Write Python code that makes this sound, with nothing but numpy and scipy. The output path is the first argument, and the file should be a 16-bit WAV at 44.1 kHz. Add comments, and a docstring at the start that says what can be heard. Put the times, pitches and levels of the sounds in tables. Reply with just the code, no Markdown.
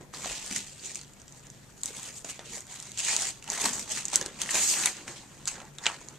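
"""A padded paper envelope is lifted, torn open and emptied at a table, close to a small camera.
Creases and low knocks, each a noise crack plus a short ring, over clumped crackle, flexing sheet, hollow pouch.
The paper gets a quiet room's answer, then passes two microphone ports that ring at different pitches.
Behind it: shaped-noise room air, a far appliance's hum as narrow noise bands, soft sine jolts of the table."""
import sys
import numpy as np
from scipy import signal
from scipy.fft import rfft, irfft, next_fast_len
from scipy.io import wavfile
from scipy.ndimage import uniform_filter1d, map_coordinates

SR = 44100
rng = np.random.default_rng(int(sys.argv[2]) if len(sys.argv) > 2 else 0)


def file_out(sig):
    """Save sig as 16-bit WAV at sys.argv[1]."""
    # one column per channel
    cols = np.atleast_2d(sig).T
    # limit, then scale
    lim = np.clip(cols, -1, 1)
    pcm = np.round(lim * 32767).astype(np.int16)
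    wavfile.write(sys.argv[1], SR, pcm)


N = 272538


def amp(db):
    """Decibels to gain."""
    return 10 ** (np.asarray(db) / 20)


def unit(x):
    """Scale to rms 1."""
    return x / np.sqrt(np.mean(x ** 2) + 1e-20)


def along(points, hz, axis=1):
    """Interpolate one column of (f/Hz, ..) points on a log frequency axis."""
    columns = np.transpose(points)
    return np.interp(np.log(hz + 1), np.log(columns[0] + 1), columns[axis])


def wobble(knots_per_s):
    """Smooth random curve through random knots."""
    knots = rng.standard_normal(int(N * knots_per_s / SR) + 4)
    return map_coordinates(knots, [np.arange(N) * knots_per_s / SR])


def filtered(x, response):
    """Multiply the spectrum of x by a response of frequency."""
    m = next_fast_len(N + SR // 2)
    return irfft(rfft(x, m) * response(np.fft.rfftfreq(m, 1 / SR)), m)[..., :N]


def widen(pair, alike, spectrum):
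    """Mix two unrelated signals to left and right with set colour and likeness per frequency."""
    def mid_side(hz):
        turn = np.arccos(np.clip(along(alike, hz), 0, 1)) / 2
        return amp(along(spectrum, hz)) * [np.cos(turn), np.sin(turn)]
    mid, side = filtered(pair, mid_side)
    return np.array([mid + side, mid - side])


# port cavities, left then right: f/Hz, width/Hz, housing shade corner f/Hz
PORT_CAVITIES = [(7890, 1200, 11500), (6770, 775, 8600)]


def ports(x):
    """Each port's cavity resonates at its own pitch and falls away above; the left is a little farther."""
    cavity_hz, width_hz, shade_hz = np.transpose(PORT_CAVITIES)[:, :, None]
    lag_s = np.array([[.000012], [0]])

    def response(f):
        cavity = cavity_hz ** 2 / (cavity_hz ** 2 - f * f + 1j * f * width_hz)
        mesh = 1 / (1 + 1j * f / 24000) ** 3
        shade = 1 / np.sqrt(1 + (f / shade_hz) ** 10)
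        return cavity * mesh * shade * np.exp(-2j * np.pi * f * lag_s)
    return filtered(x, response)


# room air before the ports: f/Hz, relative level/dB per Hz
AIR_SPECTRUM = [(12, -39), (20, 5), (148, 5.5), (443, -4), (1160, -13), (1700, -13.5), (7870, -36),
                (14000, -40)]
# air at the two ports: f/Hz, left-right likeness [0..1]
AIR_LIKENESS = [(30, 0.66), (140, 0.54), (2000, 0)]
# tilt of the air: f/Hz, left over right level/dB
AIR_LEFT_TILT = [(100, -0.5), (600, 5), (3000, 9)]
AIR_DB = -57


def air():
    """Room air: shaped noise, more alike left and right in the bass, with a slow unsteadiness."""
    wash = ports(widen(rng.standard_normal((2, N)), AIR_LIKENESS, AIR_SPECTRUM))
    halves = np.array([[.5], [-.5]])
    wash = filtered(wash, lambda hz: amp(along(AIR_LEFT_TILT, hz) * halves))
    return amp(AIR_DB + 0.81 * wobble(3.12)) * unit(wash)


# appliance tones: f/Hz, half-width to 1/e/Hz, level/dB rms
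HUM_BANDS = [(120.05, 2.6, -65), (143, 7.8, -62), (197.4, 7.4, -67)]


def hum():
    """Far appliance: narrow noise bands heard as wavering low tones."""
    out = np.zeros(N)
    for hz, width_hz, db in HUM_BANDS:
        band = filtered(rng.standard_normal(N), lambda f: np.exp(-((f - hz) / width_hz) ** 2))
        out += amp(db) * unit(band)
    return out


# table jolts: t/s, f/Hz, peak level/dB midway between the ports, half-length to -20 dB/s
TABLE_JOLTS = [(0.319, 43, -47, 0.037), (0.524, 199, -41, 0.017), (0.575, 192, -35, 0.0043)]


def thuds():
    """Table jolts under the camera: low sines in a bell; the deepest shake the right port most."""
    t = np.arange(N) / SR
    lean_db_hz = np.array([[-150], [150]])
    out = np.zeros((2, N))
    for s, hz, db, half_s in TABLE_JOLTS:
        level_db = db + lean_db_hz / hz - 20 * ((t - s) / half_s) ** 2
        out += amp(level_db) * np.sin(2 * np.pi * hz * (t - s))
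    return out


# paper and room sound at the two close ports: f/Hz, left-right likeness [0..1]
LIKENESS = [(300, 0.98), (1500, 0.94), (4500, 0.44), (8000, 0.43), (13000, 0.13)]
# room answer: f/Hz, level/dB against the direct sound, t60/s
ROOM_ANSWER = [(200, -9.5, 0.16), (1540, -7, 0.12), (5000, -15, 0.028), (12100, -7, 0.13)]


def room(x):
    """Wall reflections as decaying noise, shortest near 5 kHz; a new tail every third of a second."""
    out, step = np.zeros((2, N + SR)), SR // 3
    delay = 130  # samples
    for a in range(0, N, step):
        hz, t, z = signal.stft(rng.standard_normal((2, SR // 2)), SR, nperseg=256)
        fade = amp(-60 * t / along(ROOM_ANSWER, hz, axis=2)[:, None])
        fade_norm = np.linalg.norm(fade, axis=1)[:, None]  # one energy per band
        tail = signal.istft(z * fade / fade_norm, SR, nperseg=256)[1]
        wet = signal.fftconvolve(x[:, a:a + step], tail / np.linalg.norm(tail[0]), axes=1)
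        out[:, a + delay:][:, :wet.shape[1]] += wet
    return widen(out[:, :N], LIKENESS, ROOM_ANSWER)


def bursts(per_s, spread_db, t60_s, smooth):
    """Envelope of uneven breaks, instant start and fast decay, over a share of smooth rubbing."""
    size_db = spread_db * np.clip(rng.standard_normal(N), -2, 2)
    hits = (rng.random(N) < per_s / SR) * amp(2 * size_db)
    power = signal.lfilter([1], [1, -amp(-120 / (t60_s * SR))], hits)
    smooth = np.clip(smooth, 0, 1)
    return np.sqrt((1 - smooth) * power / power.mean() + smooth)


def buckles(count, hz, octaves, cycles, spread_db):
    """Small facets pop over, each ringing a few cycles at its own pitch."""
    at = rng.integers(N, size=(2, count, 1))
    pitch, size = np.clip(rng.standard_normal((2, 2, count, 1)), -2, 2)
    n = np.arange(SR // 100 * 2)
    f = hz * 2 ** (octaves * pitch)
    decay = np.exp(-3 * n / SR * f / cycles)
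    rings = amp(spread_db * size) * np.sqrt(f) * decay * np.sin(2 * np.pi * f * n / SR)
    sides = [np.bincount((a + n).ravel(), r.ravel(), N + len(n))[:N] for a, r in zip(at, rings)]
    return unit(np.array(sides))


def patchy(pair, depth_db):
    """Different parts of the paper sound by turns: colour shifts in patches of about 600 Hz by 40 ms."""
    z = signal.stft(pair, nperseg=512)[2]
    field = rng.standard_normal(z.shape[1:])
    for axis in (0, 1):
        field = uniform_filter1d(field, size=7, axis=axis)
    return signal.istft(z * amp(depth_db * unit(field)), nperseg=512)[1][:, :N]


# moves of the hands: peak t/s, swell/s, hold/s, then drive level/dB of crackle, flexing sheet, hollow pouch,
# and tautness: upper over lower sheet voice/dB
HAND_MOVES = [(.01, 0.011, 0.0041, -75, -54.5, -49, -11), (0.14, 0.017, 0.16, -42, -49, -53.5, 2.5),
              (0.25, 0.045, .12, -37.5, -44, -65, 8.5), (0.52, 0.29, 0.0089, -34, -44.5, -54, 5.5),
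              (0.557, 0.02, 0.0017, -26, -37.5, -50.5, 13), (0.669, 0.04, 0.049, -42, -55.5, -69, 12),
              (0.852, 0.18, 0.12, -39.5, -52, -60, 15), (1.28, .025, 0.12, -54.5, -78, -82, 9),
              (1.457, 0.037, 0.015, -58, -66, -65, 9), (1.822, 0.47, 0.011, -52, -77, -78, 11),
              (1.844, 0.013, 0.032, -38, -51, -57, 4.5), (1.959, 0.12, 0.13, -41.5, -50, -57.5, 5.5),
              (2.168, 0.065, .003, -39.5, -57.5, -59, 12), (2.248, 0.0056, 0.0091, -39, -46.5, -51.5, 3.5),
              (2.298, 0.044, .005, -39.5, -47.5, -60, 8), (2.395, .006, .02, -71, -54, -53.5, -6),
              (2.45, 0.011, 0.099, -53, -51.5, -56.5, 18), (2.554, 0.11, 0.014, -36, -49, -54.5, 0),
              (2.717, 0.06, 0.14, -42.5, -52, -74, 4.5), (2.913, 0.11, 0.053, -48, -56.5, -60, 18),
              (2.988, 0.032, 0.16, -30.5, -39, -74, 12), (3.078, 0.075, 0.19, -28.5, -40.5, -54.5, 4.5),
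              (3.527, 0.1, 0.054, -34.5, -42.5, -51, -1.5), (3.61, 0.04, 0.03, -31.5, -42, -46, 1),
              (3.657, 0.066, .003, -22, -32.5, -39, 0.5), (3.724, 0.11, 0.09, -34, -47.5, -51, 4.5),
              (3.912, 0.076, 0.079, -32, -42, -54.5, 6.5), (4.064, .05, 0.077, -43, -51.5, -60, 5),
              (4.133, 0.008, 0.021, -29.5, -37, -44, 0.5), (4.212, 0.0073, 0.014, -43, -42.5, -48.5, -2),
              (4.283, 0.062, 0.025, -62, -52, -51, 0), (4.41, 0.037, 0.022, -35, -41.5, -48, 4.5),
              (4.571, 0.19, 0.015, -25.5, -36.5, -44, 2.5), (4.607, 0.2, 0.13, -24, -39.5, -69, 25),
              (4.78, 0.19, 0.098, -29, -38.5, -50, 2), (4.974, 0.046, 0.055, -50, -53, -54, 2),
              (5.079, 0.021, 0.02, -39, -45.5, -48, -2.5), (5.162, 0.011, 0.0075, -69, -48.5, -53, 8),
              (5.424, 1, 0.0056, -54, -60, -61, -1), (5.482, 0.021, 0.0028, -29.5, -42, -66, 3),
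              (5.562, 0.17, 0.075, -72, -54, -53.5, -16), (5.784, 0.013, 0.048, -58, -50.5, -59, -24),
              (5.846, 0.057, .003, -36, -53, -59, -2), (5.864, 0.029, 0.0028, -57, -35, -47, -5),
              (5.954, 0.069, 0.18, -56, -59, -58.5, -1)]
# paper merely held: drive level/dB of crackle, sheet, pouch
HELD_DB = (-60.5, -64, -64)
SWELL_DB, FADE_DB_PER_S = 25, 231  # rise over one swell time; fall after the hold
SHEET_FOLLOWS, POUCH_FOLLOWS = 0.79, 0.84  # share of the crackle's dB swing
LIFT_S = .13  # held-paper floor is 20 dB lower until here


def moves():
    """Drive/dB of crackle, slack sheet, taut sheet, pouch: moves swell, hold, fade; powers add."""
    columns = np.transpose(HAND_MOVES)[:, :, None]
    peak_s, swell_s, hold_s, crackle_db, sheet_db, hollow_db, taut_db = columns
    t = np.arange(0, N, 32) / SR
    rise_db = SWELL_DB * np.clip(peak_s - t, 0, None) / swell_s
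    fade_db = FADE_DB_PER_S * np.clip(t - peak_s - hold_s, 0, None)
    shape_db = -rise_db - fade_db
    upper = 1 / (1 + amp(-2 * taut_db))  # power share of the taut voice
    crackle = amp(2 * (crackle_db + shape_db))
    sheet = amp(2 * (sheet_db + SHEET_FOLLOWS * shape_db))
    hollow = amp(2 * (hollow_db + POUCH_FOLLOWS * shape_db))
    powers = [crackle, (1 - upper) * sheet, upper * sheet, hollow]
    held = amp(2 * np.array(HELD_DB))[[0, 1, 1, 2]] * [1, .5, .5, 1]
    rest = np.outer(held, .01 + (t > LIFT_S))
    times = np.arange(N) / SR
    return [np.interp(times, t, 10 * np.log10(p.sum(axis=0) + r)) for p, r in zip(powers, rest)]


# crackle: f/Hz, relative level/dB per Hz
CRACKLE_SPECTRUM = [(2000, -14), (3500, -9.5), (4500, -1), (9800, -1), (13000, -12)]
# sheet, slack voice then taut voice: f/Hz, relative level/dB per Hz
SHEET_SPECTRA = [
    [(300, -19.5), (850, 2.5), (1300, -1.5), (1900, -2.5), (3000, -27)],
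    [(1000, -58), (1900, -6), (2600, 0), (4200, -2), (6500, -13.5)],
]
# hollow pouch: f/Hz, relative level/dB per Hz
HOLLOW_SPECTRUM = [(80, -11), (200, 2), (400, -0.5), (700, -4.5), (1200, -28.5)]
# finest fizz: f/Hz, relative level/dB per Hz
FIZZ_SPECTRUM = [(8000, -22), (10000, -8), (14000, 9)]
# finest fizz, also the bright edge of each crack: t/s, relative level/dB
FIZZ_CURVE = [(0, -12), (.9, -20.5), (1.3, -24), (1.85, -12), (2.3, -13.5), (2.8, -15), (3.1, -21),
              (3.65, -12.5), (4.1, -19.5), (4.7, -11.5), (5.3, -18.5), (6.18, -27)]
# pouch drawn open, then sheet sliding out; more rubbing than crackling: start t/s, end t/s
SLIDES = [(3.03, 3.16), (4.57, 5.3)]


def rustle():
    """Hands drive fine crackle, the flexing sheet and the hollow padded pouch; breaks clump the grain."""
    crackle_db, slack_db, taut_db, hollow_db = moves()
    t = np.arange(N) / SR
    fizz_db = np.interp(t, *np.transpose(FIZZ_CURVE))

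    def noise():
        return rng.standard_normal((2, N))

    def layer(pair, spectrum):
        return unit(widen(pair, LIKENESS, spectrum))

    sliding = sum(np.abs(t - (a + b) / 2) < (b - a) / 2 for a, b in SLIDES)
    clumps = bursts(450, 3.9, 0.023, smooth=0.39 + 0.5 * sliding) * amp(1.22 * wobble(30))
    fibres = clumps * bursts(1500, 3.1, 0.0042, smooth=0.61 + .5 * sliding)

    crackle = amp(-12.5) * layer(patchy(noise(), 2.4), CRACKLE_SPECTRUM)
    crackle += amp(fizz_db + 15.5) * layer(noise(), FIZZ_SPECTRUM)

    facets = buckles(count=2500, hz=1890, octaves=0.895, cycles=6.9, spread_db=4.5)
    rub = patchy(facets + 4.3 * noise(), 2.06)
    sheet = amp(slack_db) * layer(rub, SHEET_SPECTRA[0]) + amp(taut_db) * layer(rub, SHEET_SPECTRA[1])

    pops = buckles(count=600, hz=371.5, octaves=0.81, cycles=3.8, spread_db=1)
    hollow = amp(hollow_db) * layer(pops + 4.5 * noise(), HOLLOW_SPECTRUM)
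    # duller layers are less grainy
    return fibres * amp(crackle_db) * crackle + fibres ** 0.71 * sheet + fibres ** 0.39 * hollow


# lesser creases: mid level over the crackle drive, mid ring over crack, mid pitch
SMALL_SNAP_DB, SMALL_RING_DB, SMALL_RING_HZ = 9, -18.5, 2510


def small_snaps(count):
    """Lesser creases at random moments outside the slides, louder where the crackle is louder."""
    when, size, ring, pitch = rng.random((count, 4)).T
    s = .01 + when * (N / SR - .01)
    in_slide = [any(a < v < b for a, b in SLIDES) for v in s]
    s = np.where(in_slide, when * SLIDES[0][0], s)  # those landing in a slide move before the first slide
    db = moves()[0][(s * SR).astype(int)] + SMALL_SNAP_DB + 10 * (size - .5)
    ring_db = SMALL_RING_DB + 16 * (ring - .5)
    return np.transpose([s, db, ring_db, SMALL_RING_HZ * 2 ** (.9 * (pitch - .5))])


# clearest creases, and low knocks or taps on the envelope:
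# t/s, relative crack level/dB, relative ring over crack level/dB, ring f/Hz
CREASES_AND_KNOCKS = [(0.1383, -37.5, 6, 1190), (0.1471, -33, 1, 4200), (0.2455, -43.5, 15, 1130),
                      (0.2475, -40.5, 11.5, 4000), (0.259, -25.5, 3.5, 704), (0.299, -36.5, 14, 2550),
                      (0.3108, -32, 4.5, 637), (0.4635, -25, -13, 1970), (0.511, -51, 20, 260),
                      (0.5127, -18.5, -10, 2280), (0.5631, -13.5, -10.5, 1890), (0.6212, -39, -21, 3700),
                      (0.7965, -41, 1, 4600), (0.839, -30, -11, 3900), (0.859, -22, -24, 2490),
                      (0.9477, -21, -24, 2810), (0.9568, -16.5, -15, 2380), (0.992, -35, 0, 4500),
                      (1.014, -29, -9, 4060), (1.034, -37, -6, 4530), (1.047, -40, -7, 3200),
                      (1.08, -39, -16, 3000), (1.1357, -34.5, -17, 3000), (1.2, -38, -12, 615),
                      (1.2181, -33.5, -15, 516), (1.2808, -32, -11, 2960), (1.3241, -34.5, -26, 3040),
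                      (1.4693, -32.5, -17, 2940), (1.5018, -29.5, -26, 3870), (1.8155, -33, -26, 4200),
                      (1.8345, -14, -25, 990), (1.8586, -15.5, -31, 3830), (1.8854, -27.5, -9, 3740),
                      (1.9065, -46, 13, 423), (1.969, -26.5, -10, 3500), (1.9905, -50, 16, 1020),
                      (1.997, -29, -18, 3500), (2.0313, -26.5, -24, 3830), (2.2468, -27.5, -2.5, 670),
                      (2.292, -31, -4, 2500), (2.3006, -25.5, -7, 3080), (2.393, -44.5, 11.5, 524),
                      (2.3935, -45, 15, 3450), (2.5338, -26, -3, 2210), (2.5735, -32.5, 0, 596),
                      (2.6068, -28, -20, 3000), (2.669, -35, -8, 1530), (2.8014, -24, -16, 4020),
                      (2.8263, -25, -36, 2710), (2.9183, -24, -21, 3580), (2.9754, -27, -9, 3300),
                      (2.9855, -19, -23, 2500), (3.0498, -15, -26, 2120), (3.0857, -14, -7, 1800),
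                      (3.1653, -4.5, -26, 2880), (3.171, -22, -10, 960), (3.2105, -27, -19, 3480),
                      (3.2216, -11, -17.5, 820), (3.426, -28.5, -9, 2720), (3.4425, -28.5, -14, 2820),
                      (3.4786, -28.5, -4, 2820), (3.5016, -13, -38, 2570), (3.5066, -25, -20, 2500),
                      (3.5195, -20.5, -6.5, 825), (3.533, -20.5, -8.5, 3570), (3.5775, -26.5, 0, 2110),
                      (3.6184, -15, -11, 2500), (3.657, -14, -3.5, 4200), (3.659, -14, -5, 1000),
                      (3.6845, -31, 6, 1480), (3.7952, -19, -13, 2300), (3.692, -17, -20, 2850),
                      (3.9745, -26.5, 2.5, 1850), (4.0543, -16.5, -26, 2330), (4.0832, -19.5, -23, 4160),
                      (4.101, -25, -19, 2930), (4.1185, -24, -20, 4000), (4.1332, -21, -14, 1500),
                      (4.1408, -16, -21, 2500), (4.1495, -15, -19, 2520), (4.153, -22, -6, 3000),
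                      (4.1582, 0, -26.5, 3860), (4.1612, -18, -11, 1500), (4.2134, -13.5, -11.5, 1730),
                      (4.2148, -46.5, 20.5, 517), (4.2203, -47.5, 18.5, 412), (4.2265, -25, -5, 3500),
                      (4.2617, -17, -12, 4200), (4.2625, -49.5, 18.5, 396), (4.283, -49.5, 16.5, 420),
                      (4.4178, -12, -7, 3130), (4.4922, -34, 13, 1930), (4.508, -17.5, -22, 1960),
                      (4.5438, -22, -3, 645), (4.5534, -18.5, -1.5, 940), (4.555, -14.5, 0, 2430),
                      (4.7404, -24, 3, 2550), (4.8266, -17, -20, 2300), (4.8375, -17, -1.5, 2480),
                      (4.8586, -3.5, -14, 2070), (4.8602, -10.5, -8.5, 3720), (4.872, -27, 12, 2200),
                      (4.969, -31, -9, 2370), (5.0802, -33, 7, 1600), (5.4562, -22.5, -15, 3540),
                      (5.476, -12, -17, 1450), (5.48, -10.5, -32, 1540), (5.555, -43.5, 12, 1570),
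                      (5.6022, -51.5, 17.5, 2620), (5.603, -50, 14, 1300), (5.617, -49.5, 14.5, 585),
                      (5.6523, -36, -25.5, 484), (5.7852, -24.5, -4.5, 3620), (5.858, -21, 3.5, 3700),
                      (5.8645, -42.5, 23, 2830), (5.8665, -19.5, 12, 2820), (5.8695, -28, 6, 1590),
                      (5.944, -33, -14, 3500), (6.013, -38, -5, 770), (6.0865, -24.5, -20.5, 1060)]


def snaps():
    """Each crease or knock: a crack of about two milliseconds, a trail of fibres, a short panel ring."""
    out, t = np.zeros((2, N + SR)), np.arange(SR // 10) / SR
    rise_s = 0.00042
    swell = t / rise_s * np.exp(1 - t / rise_s)
    trail = swell + amp(-17.5 - 60 * t / 0.059)
    bands_hz = [(3950, 9000), (10460, 21000), (524, 4000)]  # crack, edge, puff
    bands = [signal.butter(2, hz, "bandpass", fs=SR) for hz in bands_hz]
    apart = [.35, .5, .15]  # left-right difference per band
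    for s, db, ring_db, hz in [*CREASES_AND_KNOCKS, *small_snaps(count=55)]:
        common, differing = rng.standard_normal((2, len(bands), len(t)))
        common[:2, round(rise_s * SR)] += 6  # one sharp click at the swell's peak
        crack, edge, puff = [signal.lfilter(*b, [n + a * d, n - a * d])
                             for b, n, d, a in zip(bands, common, differing, apart)]
        # cracks of one level carry one energy
        crack = crack / np.sqrt(np.mean((crack * swell) ** 2) / np.mean(swell ** 2))
        onset = 1 - np.exp(-t / 0.000096)
        ring = np.sin(2 * np.pi * hz * t) * amp(-60 * t / (0.0088 + 6 / hz)) * onset
        # the panel keeps trembling near its pitch
        shiver = unit(signal.lfilter(*signal.iirpeak(hz, 5, SR), puff)) * amp(-21.5 - 60 * t / 0.089)
        body = amp(-3.5) * ring + shiver + amp(-11.5 - 60 * t / 0.017) * unit(puff)
        edge_db = 6.5 + np.interp(s, *np.transpose(FIZZ_CURVE))
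        sound = amp(-17.5) * crack * trail + amp(edge_db) * unit(edge) * swell + amp(ring_db) * body
        out[:, round((s - .0008) * SR):][:, :len(t)] += amp(db) * sound
    return out[:, :N]


def scene():
    """Paper close by, its room sound, and the background."""
    paper = rustle() + snaps()
    return ports(paper + room(paper)) + air() + hum() + thuds()


TOP_HZ = 14350


def record(dry):
    """The camera adds faint hiss, rounds off the loudest cracks and cuts everything above TOP_HZ."""
    x = dry + amp(-64.0) * rng.standard_normal(dry.shape)
    rounded = x / (1 + np.abs(x / .92) ** 6) ** (1 / 6)
    return filtered(rounded, lambda hz: hz < TOP_HZ)


dry = scene()
out = record(dry)
file_out(out)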